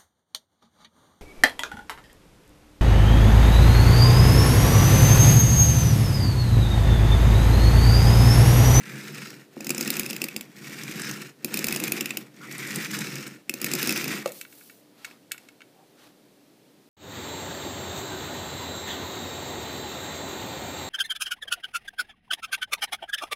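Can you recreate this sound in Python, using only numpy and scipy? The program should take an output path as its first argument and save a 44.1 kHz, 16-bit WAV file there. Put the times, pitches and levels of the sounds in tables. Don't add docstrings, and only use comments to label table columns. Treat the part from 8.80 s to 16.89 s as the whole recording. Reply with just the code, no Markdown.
import sys
import numpy as np
from scipy import signal
from scipy.io import wavfile
from scipy.ndimage import uniform_filter1d

SR = 44100
rng = np.random.default_rng(int(sys.argv[2]) if len(sys.argv) > 2 else 0)


def materialize(psi):
    bounded = np.clip(np.atleast_2d(psi).T, -1, 1)
    quanta = np.round(bounded * 32767).astype(np.int16)
    wavfile.write(sys.argv[1], SR, quanta)


N = 356769


def amp(db):
    return 10 ** (np.asarray(db) / 20)


def unit(x):
    return x / np.sqrt(np.mean(x ** 2) + 1e-20)


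def read(points, hz):
    point_hz, value = np.transpose(points)
    return np.interp(np.log(hz + 1), np.log(point_hz), value)


def add(mix, start_s, sound):
    part = mix[round(start_s * SR):][:len(sound)]
    part += sound[:len(part)]


def highpass(x, hz, order):
    return signal.sosfilt(signal.butter(order, hz, "high", fs=SR, output="sos"), x)


def colour(x, spectrum, size=4096):
    log_gain = np.log(amp(read(spectrum, abs(np.fft.fftfreq(size, 1 / SR)))))
    taps = np.fft.ifft(np.exp(np.conj(signal.hilbert(log_gain)))).real
    return signal.oaconvolve(x, taps[:size // 2])[:len(x)]


def resonate(x, resonances):
    return sum((-1) ** k * amp(db) * signal.lfilter(*signal.iirpeak(hz, hz / width, SR), x)
               for k, (hz, width, db) in enumerate(resonances))


def tilt(x, slope_db, pivot_hz=5000, top_hz=16000):
    slope = [(hz, slope_db * np.log2(hz / pivot_hz)) for hz in (pivot_hz / 4, pivot_hz, top_hz + 1)]
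    return colour(x, slope, size=2048)


def wander(rate_hz):
    knots = rng.standard_normal(N // 100)
    return unit(np.interp(np.arange(N) * rate_hz / SR, np.arange(len(knots)), knots))


def grains(per_s, spread_db, t60):
    size = amp(spread_db * np.minimum(rng.exponential(1, N), 4)) * (rng.random(N) < per_s / SR)
    power = signal.lfilter([1], [1, -amp(-120 / (t60 * SR))], size ** 2)
    return unit(np.sqrt(power) * rng.standard_normal(N))


def ring(modes, t, grip_detune=.018):
    shift = 1 + grip_detune * rng.standard_normal(len(modes))
    ringing = sum(amp(db - 60 * t / t60) * np.sin(2 * np.pi * (hz * shift[k] * t + rng.random()))
                  for k, (hz, db, t60) in enumerate(modes))
    return ringing * np.minimum(t * SR / 10, 1)


def swell(middle_s, half_s):
    return np.cos(np.pi / 2 * np.clip((np.arange(N) / SR - middle_s) / half_s, -1, 1)) ** 2


# frequency_hz, gain_db
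ROOM_TONE = [(25, -8), (70, -38), (120, -2), (280, 0.5), (420, -2.5), (600, -6), (1050, -16), (2500, -18),
             (4200, -18.5), (7000, -23.5), (15000, -25)]

def room_tone():
    tone = amp(-58) * unit(resonate(rng.standard_normal(N), [(785, 30, 0)])) * swell(7.0, .09)
    hum = amp(-65.5) * unit(resonate(rng.standard_normal(N), [(294.4, 6.1, 0)]))
    return amp(-58) * unit(colour(rng.standard_normal(N), ROOM_TONE)) + hum + tone


# frequency_hz, t60_s
ROOM_DECAY = [(150, 0.32), (500, 0.26), (2000, 0.21), (7000, 0.11), (15000, 0.22)]

def room_echo(x, delay_s=.008, size=256):
    reflections = rng.standard_normal(SR // 2) * (rng.random(SR // 2) < 4000 / SR)
    hz, t, bands = signal.stft(reflections, SR, nperseg=size)
    tail = signal.istft(bands * amp(-60 * t / read(ROOM_DECAY, hz)[:, None]), SR, nperseg=size)[1]
    tail = np.r_[np.zeros(round(delay_s * SR)), tail / np.linalg.norm(tail)]
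    return signal.fftconvolve(x, tail)[:N]


# middle_s, half_length_s, level_db, brightness_db_per_octave
SWISHES = [(5.392, 0.19, -54, -18), (5.575, 0.1, -45, 1), (5.813, 0.28, -50.5, 1.5), (6.263, 0.15, -53, -6),
           (6.618, 0.13, -60, -5), (7.238, 0.11, -55.5, -6.5)]

def swishes():
    spectrum = [(200, -12), (900, -6), (2200, -4), (4200, 1.5), (7000, -1.5), (15000, 2.5)]
    noise = colour(grains(per_s=5100, spread_db=5, t60=0.063), spectrum)
    return sum(amp(db) * swell(middle_s, half_s) * unit(tilt(noise, bright_db))
               for middle_s, half_s, db, bright_db in SWISHES)


# pitch_hz, level_db, t60_s
SHELL_MODES = [(1414, 5, 0.034), (1620, 1, 0.021), (2250, 13, 0.034), (2670, 13.5, 0.025), (3740, 5, 0.02),
               (4370, 6.5, 0.024), (6740, 7, 0.024), (7920, 12, 0.011), (13700, 3, 0.02)]
# start_s, level_db, brightness_db_per_octave
CLICKS = [(5.459, -19, 1.5), (5.475, -25, 3), (5.491, -30, 7), (5.5192, -25, 8.5), (5.612, -21, 3),
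          (5.65, -32, -6.5), (5.725, -37.5, -1), (5.81, -40, -12), (5.897, -34.5, -4.5), (6.246, -21.5, -3),
          (6.25, -24.5, 0.5), (6.311, -37.5, -5), (6.5125, -28, -8.5), (6.5175, -13, 3.5),
          (6.5443, -33, -9), (6.579, -31, 1), (6.686, -35, -2), (6.8052, -37, -6), (6.8174, -32.5, -5.5)]

def shell_clicks(snap_t60=0.028, trim_db=-10.5):
    t, out = np.arange(SR // 8) / SR, np.zeros(N)
    spectrum = [(100, -70), (800, -48), (1500, 12), (8000, 2.5), (15000, -3)]
    for start_s, db, bright_db in CLICKS:
        snap = colour(rng.standard_normal(len(t)) * amp(-60 * t / snap_t60), spectrum, size=1024)
        click = tilt(unit(ring(SHELL_MODES, t)) + amp(-1) * unit(snap), bright_db)
        add(out, start_s + 0.00048, amp(db + trim_db) * click / click[t < .003].std())
    return highpass(out, 700, order=2)


# pitch_hz, level_db, t60_s
KNOCK_MODES = [(200, -9, 0.03), (349, -18, 0.17), (544, 2.5, 0.039), (533, -14, 0.24), (834, -1, 0.016),
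               (1190, 1, 0.017), (1690, -9, 0.011), (3050, -17, 0.014)]

def tipping(start_s=5.458, level_db=-15, rise_s=0.0023, judder_db=-19, judder_t60=0.21):
    t, out = np.arange(SR // 3) / SR, np.zeros(N)
    knock = ring(KNOCK_MODES, t) * np.minimum(t / rise_s, 1)
    table_note = [(544, 130, 0)]
    judder = unit(resonate(resonate(rng.standard_normal(len(t)), table_note), table_note))
    judder *= amp(judder_db - 60 * t / judder_t60)
    add(out, start_s, amp(level_db) * (knock / abs(knock).max() + judder))
    return highpass(out, 150, order=2)


# pitch_hz, width_hz, gain_db
TABLE_TOP = [(134.5, 12.7, -2), (166, 18, -1.5), (210.4, 14.6, 2.5), (273, 52, -4), (308.8, 23.4, 0),
             (351.8, 43.4, -3), (445, 270, -10.5), (548.7, 14.6, -8.5)]

def table_drum(force, low_hz, slope_db):
    drum = tilt(resonate(force, TABLE_TOP), slope_db, pivot_hz=510, top_hz=506)
    return highpass(drum, low_hz, order=4)


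def thump(t, hz=275, t60=0.016, drum_db=-5):
    drum = table_drum(np.exp(-t / 0.0015), low_hz=212, slope_db=5.5)
    bounce = highpass(np.sin(2 * np.pi * hz * t) * amp(-60 * t / t60), 170, order=3)
    return bounce + amp(drum_db) * drum / abs(drum).max()


# start_s, fastest_s, stop_s, level_db, extra_rumble_db, pushed (0 is a pull)
STROKES = [(-.4, 0.45, 0.67, -4, 1.5, 0), (0.61, 1.092, 1.91, -4, -1.5, 1), (1.696, 2.25, 2.544, 0.5, 0, 0),
           (2.514, 2.932, 3.636, -0.5, -1, 1), (3.506, 4.09, 4.629, 2, 0, 0),
           (4.617, 5.046, 5.677, 2.5, -5, 1)]

def hand_motion(push_power=1.74, pull_power=0.77):
    t = np.arange(N) / SR
    arches = np.array([np.sin(np.interp(t, [start, fastest, stop], [0, np.pi / 2, np.pi]))
                       ** (push_power if push else pull_power)
                       for start, fastest, stop, *_, push in STROKES])
    start, _, stop, level_db, drum_db, push = np.array(STROKES)[arches.argmax(axis=0)].T
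    level_db, drum_db, pushed = uniform_filter1d(np.array([level_db, drum_db, push]), size=2000)
    speed, progress = arches.max(axis=0), np.clip((t - start) / (stop - start), 0, 1)
    return speed, level_db, drum_db, pushed, progress


# drawn_back_delay_s, pushed_out_delay_s, gain_db
NEAR_SURFACES = [(0.00072, 0.0009, -13.5), (0.0021, 0.0028, -18)]

def near_reflections(x):
    *_, pushed, progress = hand_motion()
    place = uniform_filter1d(pushed * progress + (1 - pushed) * (1 - progress), size=2000)
    n = np.arange(N)
    return x + sum(amp(db) * np.interp(n - SR * (back_s + (out_s - back_s) * place), n, x)
                   for back_s, out_s, db in NEAR_SURFACES)


# start_s, level_db, pitch_hz
GRIT_TICKS = [(0.504, -43, 5000), (2.035, -36.5, 5830), (2.1126, -41, 6340), (2.2004, -41, 9000),
              (2.2188, -34.5, 7850), (2.3125, -33, 6740), (3.7248, -41.5, 7000), (3.7817, -38, 9700),
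              (3.874, -39, 8300), (3.9062, -39, 6800), (3.9592, -28.5, 8600), (4.1147, -38, 7000),
              (4.169, -41, 8100), (4.1894, -32.5, 7300), (4.2072, -40, 7100), (4.3557, -35.5, 5500),
              (4.4709, -47, 13500), (4.478, -43, 7850)]

def grit_ticks(t60=0.018, width_share=0.27, splash_db=1):
    t, out = np.arange(SR // 32) / SR, np.zeros(N)
    for start_s, db, hz in GRIT_TICKS:
        burst = rng.choice([-1, 1], len(t)) * amp(-60 * t / t60)
        tick = unit(resonate(burst, [(hz, width_share * hz, 0)])) + amp(splash_db) * unit(burst)
        add(out, start_s, amp(db) * tick / tick[t < t60 / 2].std())
    return out


# middle_s, half_length_s, pitch_hz, glide_hz_per_s, level_db
WHIRRS = [(0.131, 0.27, 1820, -600, -45.5), (0.449, 0.15, 4980, -300, -50.5),
          (2.251, 0.17, 1726, -700, -43.5), (2.263, 0.12, 5380, -500, -44), (3.195, 0.28, 2660, 692, -49),
          (3.636, 0.047, 1377, -700, -45.5), (3.874, 0.34, 1934, -650, -40.5),
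          (4.24, 0.39, 5360, -200, -48.5), (5.117, 0.21, 5490, 1497, -39.5)]

def whirrs(width_share=0.23, flutter_db=1.5):
    out = np.zeros(N)
    for middle_s, half_s, hz, glide, db in WHIRRS:
        t = np.arange(-half_s, half_s, 1 / SR)
        friction = (rng.standard_normal(SR) + 1j * rng.standard_normal(SR))[:len(t)]
        band = signal.lfilter(*signal.butter(2, width_share * hz / 2, fs=SR), friction)
        tone = unit((band * np.exp(2j * np.pi * np.cumsum(hz + glide * t) / SR)).real)
        flutter = amp(flutter_db * wander(rate_hz=46)[:len(t)])
        whirr = amp(db) * np.cos(np.pi / 2 * t / half_s) ** 2 * flutter * tone
        add(out, max(middle_s - half_s, 0), whirr[middle_s + t >= 0])
    return out


# pitch_hz, width_hz, gain_db
CHASSIS = [(5020, 460, 0.16), (6110, 620, 0.93), (7030, 770, 0.64), (8000, 680, 1.8)]
# frequency_hz, gain_db
SIZZLE = [(300, 3.5), (1200, -10), (3500, 5), (8500, 4.5), (10500, 8.5), (12000, 3.5), (13300, 7.5),
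          (14600, 13), (16000, 0)]
# start_s, clack_db, ping_above_clack_db, sizzle_above_clack_db
AXLE_HITS = [(0.8064, -39.5, -1, -4), (0.8452, -39, -26, -1), (0.868, -33, -3.5, 0), (0.893, -32, -2, 1),
             (0.9045, -25.5, -1.5, 0), (0.947, -33, -5, -11), (0.9798, -30, -6, -1), (1.0094, -27.5, -7, 0),
             (1.0268, -33, -9, -6), (1.0484, -36, -11, -6), (1.076, -31.5, -2, 0), (1.1033, -29.5, -3, 8),
             (1.1383, -36, -2, -9), (1.1677, -34, 2.5, 4), (1.1954, -30, -1.5, 7.5),
             (1.2322, -38.5, -1, -1), (1.2617, -37, 2.5, 4), (1.2994, -32, -8, -10), (1.3072, -40, 6, 8),
             (1.33, -38.5, 3, 1), (1.364, -40, 5.5, 6), (1.4172, -30, 3, 1), (1.4407, -31.5, -1, 4.5),
             (1.485, -44, 11, 5), (1.5632, -32.5, 0.5, 2.5), (1.6097, -42, 3.5, 6),
             (2.6457, -32.5, -1.5, 8), (2.7414, -31, 0.5, 5.5), (2.7721, -33, 0.5, 6),
             (2.7907, -30.5, -10, -1), (2.8427, -30.5, 2, 6), (2.8685, -43, -8, 17), (2.8843, -29.5, -1, 2),
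             (2.9249, -32.5, 4, 6.5), (2.9474, -38, -9, 1), (2.961, -29.5, -2, 1.5), (3.0004, -37, 3, 6),
             (3.038, -29.5, -4, 2.5), (3.0792, -43.5, 12, 12.5), (3.1203, -34, 6.5, 12.5),
             (3.1648, -44, 2, 0), (3.2084, -29, 2, 1.5), (3.2578, -37.5, 8, 7), (3.3061, -35.5, 8, -2),
             (3.371, -33.5, 4, 6), (4.695, -31.5, 6, 3.5), (4.739, -33.5, -3.5, 1), (4.8154, -34.5, -4, 6),
             (4.8439, -29.5, 0.5, 4), (4.8644, -40.5, 5, 7), (4.9145, -32.5, -1, -2),
             (4.9355, -25, -11, -1.5), (4.9516, -33, -11, 3), (5.0286, -33, 3, 7.5),
             (5.0732, -28.5, -15, 2), (5.093, -27, 1.5, 2), (5.106, -31.5, -4, 1), (5.1242, -35.5, -2, 7),
             (5.16, -44, 12.5, 11), (5.175, -35.5, 1, 4), (5.242, -40.5, 9.5, 10.5), (5.279, -34.5, -4, 1)]
# start_s, level_db
JOLTS = [(0.768, -23), (0.805, -24.5), (2.646, -24)]

def axle_rattles(chatter_t60=0.013, rise_s=.0003, detune=0.029, thump_db=7):
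    ping_hz, ping_width_hz, ping_climb = 2530, 166, 0.074
    t, out = np.arange(SR // 16) / SR, np.zeros(N)
    envelope = amp(-60 * (t / chatter_t60) ** 1.26) * np.minimum(t / rise_s, 1)
    *_, progress = hand_motion()
    for start_s, db, ping_db, sizzle_db in AXLE_HITS:
        chatter = rng.choice([-1, 1], len(t)) * envelope
        climb = 1 + ping_climb * progress[round(start_s * SR)] ** 2
        ping = resonate(chatter, [(ping_hz * climb, ping_width_hz, 0)])
        clack = resonate(chatter, [(hz * (1 + detune * rng.standard_normal()), width, gain_db)
                                   for hz, width, gain_db in CHASSIS])
        sizzle = colour(chatter, SIZZLE, size=1024)
        hit = sum(amp(part_db) * part / part[t < .007].std()
                  for part, part_db in [(clack, 0), (ping, ping_db), (sizzle, sizzle_db)])
        add(out, start_s, amp(db) * (hit + amp(thump_db) * thump(t)))
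    for start_s, db in JOLTS:
        add(out, start_s, amp(db) * thump(t))
    return out


# pitch_hz, width_hz, gain_db
WHEELS = [(1389, 187, -6.5), (1828, 210, 4.5), (2270, 434, 2), (2748, 510, 0.5), (3750, 2400, -11.5)]
AXLES = [(5350, 1050, 7), (7230, 760, 5.5)]
# frequency_hz, gain_db
WHEEL_GRIND = [(300, -16), (600, -14.5), (950, -4), (1500, 2), (2500, -20), (3400, -13.5), (8000, -1.5),
               (15000, -23)]
AXLE_HISS = [(1500, -15), (3500, 5), (7500, -3.5), (10000, -1), (12500, 6), (14500, 5)]

def rolling(pressure_db=1.3):
    speed, stroke_db, drum_db, pushed, _ = hand_motion()
    effort_db = stroke_db + pressure_db * wander(rate_hz=12)
    load = wander(rate_hz=81)

    def drive(pull_db, push_db, doubling_db):
        direction_db = (1 - pushed) * pull_db + pushed * push_db
        return amp(effort_db + direction_db + doubling_db * np.log2(speed + 1e-9))

    bumps = grains(per_s=900, spread_db=3, t60=0.0043) * amp(0.29 * load)
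    deep = unit(table_drum(bumps, low_hz=116, slope_db=-3.5))
    light = unit(table_drum(bumps, low_hz=142, slope_db=-1))
    rumble = amp(drum_db - 3) * ((1 - pushed) * deep + pushed * light)
    grit = grains(per_s=980, spread_db=2, t60=0.023) * amp(2.44 * load)
    grind = amp(-1.8) * unit(resonate(grit, WHEELS)) + amp(-10.5) * unit(colour(grit, WHEEL_GRIND))
    scuffs = grains(per_s=900, spread_db=4, t60=0.011) * amp((2 + pushed) * load)
    hiss = amp(-8) * unit(resonate(scuffs, AXLES))
    hiss += amp(-5.5 + 2 * pushed) * unit(colour(scuffs, AXLE_HISS))
    return (rumble * drive(pull_db=-35, push_db=-28.5, doubling_db=7.4)
            + grind * drive(pull_db=-38, push_db=-34.5, doubling_db=9.2)
            + hiss * drive(pull_db=-40, push_db=-37, doubling_db=9.9))


def scene():
    air = room_tone()
    light_sounds = shell_clicks() + swishes()
    knock = tipping()
    clacks = axle_rattles() + grit_ticks()
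    wheels = amp(-0.5) * near_reflections(rolling() + whirrs())
    send = amp(-11) * wheels + amp(-14.5) * clacks + amp(-13) * light_sounds + amp(-12.5) * knock
    return (wheels + clacks + light_sounds + knock + room_echo(send) + air)[None]


def record(dry, low_hz=85, top_hz=15280):
    band_limit = signal.firwin(601, top_hz, window=("kaiser", 8), fs=SR)
    return signal.oaconvolve(highpass(dry, low_hz, order=1), band_limit[None], "same")


dry = scene()
out = record(dry)
materialize(out)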